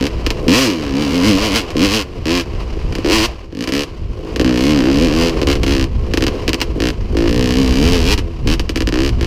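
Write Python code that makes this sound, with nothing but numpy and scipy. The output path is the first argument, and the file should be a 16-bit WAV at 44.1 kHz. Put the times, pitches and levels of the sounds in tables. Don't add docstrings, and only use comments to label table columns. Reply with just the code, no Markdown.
import sys
import numpy as np
from scipy import signal
from scipy.fft import rfft, irfft
from scipy.io import wavfile
from scipy.ndimage import uniform_filter1d

SR = 44100
rng = np.random.default_rng(int(sys.argv[2]) if len(sys.argv) > 2 else 0)


def boost(x):
    u = np.asarray(x, float) / 20
    return 10 ** u


def persist_wave(psi):
    counts = np.round(np.clip(psi, -1, 1) * 32767).astype(np.int16)
    wavfile.write(sys.argv[1], SR, np.atleast_2d(counts).T)


N = 408366


# (time [s], level [dB])
HELMET_SHADE = [
    (0, 2.5),
    (6.9, 2.5),
    (7.3, 4),
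    (7.48, 0),
    (7.58, -13),
    (8.1, -12),
    (8.5, 1.5),
]


def engine():
    speed = crank_speed()
    at, fired = turns(speed)
    crack, boom = firings(speed, at[fired])
    air = pumping(speed, at, fired)
    top_boom = boom[2] * boost(0.06 * (speed - 81.0) + in_time(HELMET_SHADE)[0])
    return cracks(crack, speed) - pipe([*boom, top_boom], column=2) - pipe([air] * 4, column=3)


def firings(speed, on):
    height = np.sqrt(SR / speed)
    crack_db, boom_db = load(speed)
    crack_db = crack_db - 3.5 + 1.3 * rng.standard_normal(N)
    boom_db = boom_db + 0.4 * rng.standard_normal(N)
    crack, boom = np.zeros(N), np.zeros((3, N))
    crack[on] = (height * boost(crack_db))[on]
    boom[:, on] = (height * boost(boom_db))[:, on]
    for s, peak_db, low_db in strays(speed):
        i = round(s * SR)
        crack[i] = boost(peak_db + 4)
        boom[:, i] = boost(low_db + np.array([21, 23, 19]))
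    return crack, boom


# (time [s], clatter from rough ground [dB], air pumped past the nearly shut throttle [dB])
COASTING = [(0, -25, -31), (.7, -29, -23.5), (1.44, -20, -26.5), (2.04, -31, -36.5), (2.79, -27.5, -33.5),
            (3.3, -25, -38.5), (3.5, -41.5, -43), (3.71, -28.5, -33), (4.05, -36.5, -40),
            (4.41, -27, -23.5), (5.49, -23, -26.5), (5.95, -32.5, -33.5), (6.4, -24, -25.5),
            (6.7, -30.5, -32.5), (7.1, -31.5, -32.5), (8.0, -23, -23.5), (8.3, -33.5, -39.5),
            (9.26, -28.5, -31.5)]


def pumping(speed, at, fired):
    pump_db = in_time(COASTING)[1] + 14 * built_up(0.15)
    puff_db = pump_db - 2 + 2.5 * rng.standard_normal(N) + 3 * drift(5)
    off = at[~fired]
    puff = np.zeros(N)
    puff[off] = (np.sqrt(SR / speed) * boost(puff_db))[off]
    pulling = np.interp(np.arange(N), at, fired)
    flow_db = pump_db - 4 - 15 * pulling + 2.5 * drift(25)
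    return puff + boost(flow_db) * rng.standard_normal(N)


# (time [s], speed [turns/s])
GEARED_SPEED = [(0.0, 60), (0.1, 85), (0.47, 66.5), (1.08, 41.7), (1.6, 88.0), (2.2, 40.1), (2.6, 63.8),
                (3.04, 64.7), (3.44, 79), (3.55, 42.6), (4.2, 51.5), (5.3, 77.9), (6.1, 57.0), (6.5, 68.5),
                (7.2, 56), (7.75, 62.6), (8.3, 84.2), (9.26, 46)]
# (peak time [s], extra speed [turns/s], spread [s])
WHEELSPIN = [(0.606, 64, 0.064), (0.788, 22.3, 0.15), (1.022, 21, 0.051), (1.146, 16.8, 0.031),
             (1.262, 35.3, 0.112), (1.278, 15.8, 0.026), (1.446, 27.2, 0.042), (1.565, 30.2, 0.023),
             (1.841, 26.8, 0.027), (1.953, 49.3, 0.055), (2.125, 45, 0.071), (2.345, 39.5, 0.093),
             (3.138, 23.5, 0.032), (3.262, 46.4, 0.094), (3.628, 10.6, 0.036), (3.792, 26.6, 0.11),
             (4.441, 6.6, 0.05), (4.705, 12.4, 0.05), (5.035, 13.1, 0.029), (5.213, 7.5, 0.099),
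             (5.726, 4.8, 0.018), (6.301, 11.2, 0.059), (6.613, 20.7, 0.1), (7.421, 3.93, 0.055),
             (7.599, 6.25, 0.043), (7.911, 20.3, 0.074), (8.133, 28.8, 0.048), (8.55, 10.4, 0.029),
             (9.067, 15.7, 0.064), (9.285, 13, 0.074)]
# (time [s], speed lost [turns/s], negative for a rise,
# spread [s])
REV_DIPS = [
    (3.2, 6, 0.018),
    (4.83, 9, .022),
    (5.1, 6.5, 0.019),
    (5.46, 6, 0.028),
    (5.86, -5, .03),
    (6.8, 11.5, .028),
    (8.02, 3.5, 0.021),
    (8.46, 7, 0.031),
]


def crank_speed():
    return in_time(GEARED_SPEED)[0] + bumps(WHEELSPIN) - bumps(REV_DIPS)


# (first firing [s], last firing [s])
OPEN_THROTTLE = [(0.0105, 0.073), (0.4819, 1.617), (1.768, 2.024), (2.2564, 2.414), (3.0465, 3.262),
                 (3.5503, 3.644), (3.7223, 3.839), (4.4462, 5.305), (5.472, 5.529), (5.6648, 5.848),
                 (6.8034, 6.911), (7.1697, 8.139), (8.4739, 8.541), (8.9247, 9.093), (9.2112, 9.249)]


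def turns(speed):
    angle = np.cumsum(speed) / SR
    onsets = [first for first, last in OPEN_THROTTLE] + [row[0] for row in strays(speed)]
    for s in sorted(onsets):
        i = round(s * SR)
        angle[i:] += np.round(angle[i]) - angle[i]
    fired = np.zeros(N, bool)
    for first, last in OPEN_THROTTLE:
        fired[round(first * SR) - 1:round(last * SR)] = True
    whole_turns = np.maximum.accumulate(np.floor(angle))
    at = np.flatnonzero(np.diff(whole_turns) > 0) + 1
    starts = [round(first * SR) for first, last in OPEN_THROTTLE]
    early = np.min(np.abs(at[:, None] - starts), axis=1) < SR // 200
    at = np.union1d(at[~early], starts)
    return at, fired[at]


# (time [s], crack peak [dB], boom [dB])
LONE_FIRINGS = [(0.2648, 4.5, -18), (0.3046, 3.5, -25), (.466, -26, -18.5), (1.7046, -10, -30),
                (1.753, -17, -18), (2.925, -12.5, -25), (2.953, -5, -28), (2.9846, -10.5, -16.5),
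                (3.5255, -22.5, -25.5), (4.3613, -3, -17), (5.3666, -28, -26), (5.5543, -5, -22),
                (5.6333, -0.5, -19), (6.1373, 0.5, -14), (6.174, 3, -13), (6.2082, -8, -19),
                (6.6039, -4, -26), (6.6153, 7, -21), (6.6272, -9, -35), (6.758, -37, -19),
                (6.778, -33, -18), (7.11, -37, -38), (7.13, -35, -23), (7.1499, -17, -15),
                (8.458, -26, -19), (8.5956, -0.5, -19.5), (8.6934, -2, -18)]
# (time [s], crack peak [dB], boom [dB])
DOUBLE_FIRINGS = [(3.6746, -4.5, -20), (4.3969, 0, -9), (5.4164, -1.5, -15.5), (6.224, 2, -14.5),
                  (6.2672, 2.5, -17.5), (6.4798, 5.5, -14), (6.5322, 4.5, -19), (8.1778, -4.5, -22),
                  (8.759, -1, -16), (8.8057, -1.5, -15.5), (8.8734, -0.5, -15.5)]


def strays(speed):
    seconds = [(s + 1 / speed[round(s * SR)], crack_db - 2, boom_db - 3.5)
               for s, crack_db, boom_db in DOUBLE_FIRINGS]
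    return [*LONE_FIRINGS, *DOUBLE_FIRINGS, *seconds]


# (time [s], level [dB])
THROTTLE_HAND = [(0, -1), (.48, 5.5), (.6, -15.5), (.68, -5), (.78, -6), (1.0, -0.5), (1.25, -3), (1.9, -1),
                 (3.07, -2.5), (3.26, -10), (3.55, -7.5), (3.62, 1.5), (4.45, 0), (4.8, 0), (7.17, 2),
                 (7.28, -0.5), (7.45, 0.5), (8.14, -4)]
# (start time [s], crack [dB], boom in the low, middle and upper resonances [dB] x 3)
PULL_STAGES = [(0, -20.5, -15, -25, -19), (.48, -22, -19, -24, -21.5), (.64, -24.5, -21.5, -23, -29.5),
               (.95, -25, -18, -32, -27), (1.4, -27.5, -25, -33, -30), (1.77, -21.5, -19, -23, -26.5),
               (1.9, -26, -26, -34, -30), (2.26, -21.5, -22.5, -23.5, -27), (3.05, -18.5, -26, -12.5, -22),
               (3.16, -20.5, -22, -22.5, -26.5), (3.55, -22.5, -19, -30, -23),
               (3.72, -20.5, -21.5, -25.5, -26), (4.45, -20, -14, -17, -23), (4.95, -22, -18, -24, -22),
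               (5.1, -23.5, -21, -22, -23), (5.47, -15.5, -18.5, -16, -21), (5.66, -20, -20, -20, -24),
               (6.8, -17.5, -18.5, -16.5, -22), (7.17, -21, -20.5, -14.5, -23),
               (7.33, -20, -15.5, -27, -18), (7.9, -21, -22, -28, -20), (8.47, -15, -17.5, -19.5, -22.5),
               (8.92, -15, -21, -14.5, -21.5), (9.21, -14, -35, -14.5, -16.5)]


def load(speed):
    lead_s = 0.035
    s, hand = np.arange(N) / SR, in_time(THROTTLE_HAND)[0]
    first, last = np.transpose(OPEN_THROTTLE)
    pull = np.maximum(np.searchsorted(first, s + 1 / 200) - 1, 0)
    start, *levels = np.transpose(PULL_STAGES)
    stage = np.maximum(np.searchsorted(start - lead_s, s) - 1, 0)
    staged = np.array(levels)[:, stage]
    crack_db, *boom_db = uniform_filter1d(staged, round(lead_s * SR), axis=1)
    opening = 1.5 * np.exp(-np.abs(s - first[pull]) / 0.08)
    shutting = np.exp(-np.abs(last[pull] - s) / 0.021)
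    closing = np.outer([-12.5, -5, -8], shutting)
    wander = 1.5 * np.array([drift(6) for row in range(3)])
    boom = np.array(boom_db) + 0.72 * hand + 0.2 * (speed - 80) + opening + closing + wander
    crack = crack_db + hand - 3 * shutting + 0.3281 * (speed - 80)
    return crack, boom


def built_up(time_s):
    s, out = np.arange(N) / SR, np.zeros(N)
    for first, last in OPEN_THROTTLE:
        is_open = (s >= first) & (s < last)
        out += is_open * (1 - np.exp(-np.maximum(s - first, 0) / time_s))
    return out


# (delay [s], level [dB])
GROUND_ECHOES = [
    (.0040, -6),
    (.0082, -13),
    (.0125, -18),
]
# (frequency [Hz], width [Hz], level [dB])
SILENCER_RING = (1800, 200, -5)
# (frequency [Hz], level [dB per Hz])
CAMERA_HOUSING = [(500, -3), (850, -7), (1030, 1), (1370, -7), (1830, -6), (2400, -1.5), (2950, 2),
                  (3550, -9.5), (4100, -6), (4850, -5), (6000, -12.5), (8700, -26), (14000, -34),
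                  (15800, -36)]
# (frequency [Hz], level [dB])
SHOCK_TILT = [(300, -0.5), (700, -6), (2000, 8), (5000, 11.5), (12000, 13)]
# (frequency [Hz], level [dB])
DULL_TILT = [(300, -39.5), (700, 3.5), (1800, 4.5), (3000, 2), (6000, 4), (12000, 11)]


def cracks(strength, speed):
    at = np.flatnonzero(strength)
    echoes = np.zeros(N)
    for delay_s, echo_db in GROUND_ECHOES:
        delay = (delay_s + 0.0003 * drift(8)[at]) * SR
        late = np.minimum(at + np.round(delay).astype(int), N - 1)
        echoes[late] += strength[at] * boost(echo_db + 2.5 * drift(20)[at])
    echoes = signal.sosfilt(signal.butter(2, 6000, fs=SR, output="sos"), echoes)

    fall = boost(-60 / (0.062 * SR))
    gate = signal.lfilter([0] * 40 + [np.sqrt(1 - fall ** 2)], [1, -fall], strength + 1e-18)
    turbulence = gate * rng.standard_normal(N) * boost(-13 + 0.15 * (speed - 70))
    wake = echoes + boost(-2.0) * scatter(strength, t60=0.081) + turbulence

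    steep = np.diff(strength * boost(-10 + 0.2 * (np.minimum(speed, 115) - 75)), prepend=0)
    second_db = np.minimum(-4 + 0.5 * (speed - 112), -3)
    second = np.roll(strength * boost(second_db), round(0.0042 * SR))
    jet = np.diff(turbulence * np.clip((speed - 85) / 40, 0, 1), prepend=0)
    front = strength + steep + second + jet

    hz, width_hz, ring_db = SILENCER_RING
    labour = ring(strength * boost(ring_db - 0.7 * np.maximum(speed - 61, 0)), hz, width_hz)
    return colour(front, CAMERA_HOUSING, SHOCK_TILT) + colour(wake, CAMERA_HOUSING, DULL_TILT) + labour


def scatter(strength, t60):
    s = np.arange(round(0.05 * SR)) / SR
    shape = boost(-60 * s / t60) * np.clip(s / 0.00083, 0, 1)
    patterns = rng.standard_normal((4, len(s))) * shape / np.sqrt(4 * np.sum(shape ** 2))
    return sum(signal.oaconvolve(strength * drift(3), pattern)[:N] for pattern in patterns)


# (frequency [Hz], width [Hz], level fired [dB], level pumping [dB])
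PIPE_MODES = [
    (101, 213, -0.5, -3.5),
    (273.4, 36.4, 5, -5),
    (328.7, 27.3, 1.5, -2.5),
    (428.6, 61.5, 1.5, -1),
    (510.4, 45, -3, -5.5),
    (678, 300, -11.5, -13),
    (1060, 20, -31, -23.5),
]
STRUCK_BY = [0, 0, 1, 2, 3, 3, 2]


def pipe(pulses, column):
    out = np.zeros(N)
    for k, (mode, row) in enumerate(zip(PIPE_MODES, STRUCK_BY)):
        out += (-1) ** k * boost(mode[column]) * ring(pulses[row], mode[0], mode[1])
    return out


def ring(pulses, hz, width_hz):
    r, w = np.exp(-np.pi * width_hz / SR), 2 * np.pi * hz / SR
    rung = signal.lfilter([1, 0, -1], [1, -2 * r * np.cos(w), r * r], pulses + 1e-18)
    return np.sqrt((1 - r * r) / 2) * rung


# (frequency [Hz], level [dB])
CHAIN_TILT = [(300, -21), (600, 11), (1200, 4), (3000, -2.5), (6000, -2), (12000, -1)]


def clatter():
    sizes = boost(1.25 * np.minimum(rng.exponential(1, N), 5)) * rng.choice([-1, 1], N)
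    grains_per_s = 2500 * boost(5.0 * drift(40))
    grains = sizes * (rng.random(N) < grains_per_s / SR)
    mix = rms_one(rms_one(grains) + 0.52 * rng.standard_normal(N))
    level_db = in_time(COASTING)[0] + 3 * built_up(0.033) - 8.0
    return colour(boost(level_db) * mix, CAMERA_HOUSING, CHAIN_TILT)


# (time [s], level [dB])
WIND_LEVEL = [(0.0, -25.5), (0.2, -17.5), (0.74, -35), (0.9, -21), (1.0, -29), (2.16, -26.5), (2.19, -17),
              (2.27, -25), (3.09, -16.5), (3.2, -18.5), (3.48, -31.5), (4.13, -25.5), (6.42, -14.5),
              (6.6, -26), (6.76, -19), (7.97, -12), (8.36, -22.5), (9.26, -12.5)]
# (time [s], level [dB], spread [s])
WIND_GUSTS = [(.54, 6, 0.063), (1.31, 5, 0.097), (1.83, 5.5, .08), (2.89, 3.5, 0.044), (3.32, -3, 0.088),
              (4.07, 6.5, 0.073), (4.41, 5.5, 0.034), (5.7, 4.5, 0.13), (6.37, -11, 0.042),
              (7.09, 1.5, .05), (7.7, -1, 0.2), (8.23, 3, 0.055), (8.46, 9, 0.032)]
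# (frequency [Hz], level [dB per Hz])
PORT_BUFFET = [(8.8, -29), (15, -2), (38, -2), (58, -0.5), (99, -7.5), (156, -16.5), (200, -18), (260, -19),
               (440, -120)]


def wind():
    lumps = colour(rng.standard_normal(N) * boost(1.5 * drift(9)), PORT_BUFFET)
    return boost(in_time(WIND_LEVEL)[0] - 0.5 + bumps(WIND_GUSTS)) * rms_one(lumps)


def bumps(rows):
    s = np.arange(N) / SR
    return sum(size * np.exp(-0.5 * ((s - at) / spread) ** 2) for at, size, spread in rows)


def in_time(rows):
    s, *columns = np.transpose(rows)
    return [np.interp(np.arange(N) / SR, s, c) for c in columns]


def rms_one(x):
    return x / np.sqrt(np.mean(x ** 2) + 1e-20)


def drift(rate_hz):
    r = np.exp(-2 * np.pi * rate_hz / SR)
    slow = signal.lfilter([1], [1, -2 * r, r * r], rng.standard_normal(N + SR))
    return rms_one(slow[SR:])


def colour(x, *spectra):
    size = 8192
    log_hz = np.log(np.maximum(np.arange(size // 2 + 1) * SR / size, 1))
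    db = 0
    for spectrum in spectra:
        hz, level_db = np.transpose(spectrum)
        db = db + np.interp(log_hz, np.log(hz), level_db)
    cepstrum = irfft(np.log(boost(db)))
    cepstrum[1:size // 2] *= 2
    cepstrum[size // 2 + 1:] = 0
    response = irfft(np.exp(rfft(cepstrum)))
    return signal.fftconvolve(x, response / np.sqrt(np.sum(response ** 2)))[:N]


def scene():
    return (engine() + clatter() + wind())[None]


def top_cut(x):
    return signal.sosfilt(signal.butter(12, 16510, fs=SR, output="sos"), x)


def record(dry):
    top = 0.97
    rounded = dry / (1 + np.abs(dry / top) ** 4) ** 0.25
    low_pass = signal.cheby2(10, 50, 16400, fs=SR, output="sos")
    return top_cut(signal.sosfilt(low_pass, rounded))


dry = scene()
out = record(dry)
persist_wave(out)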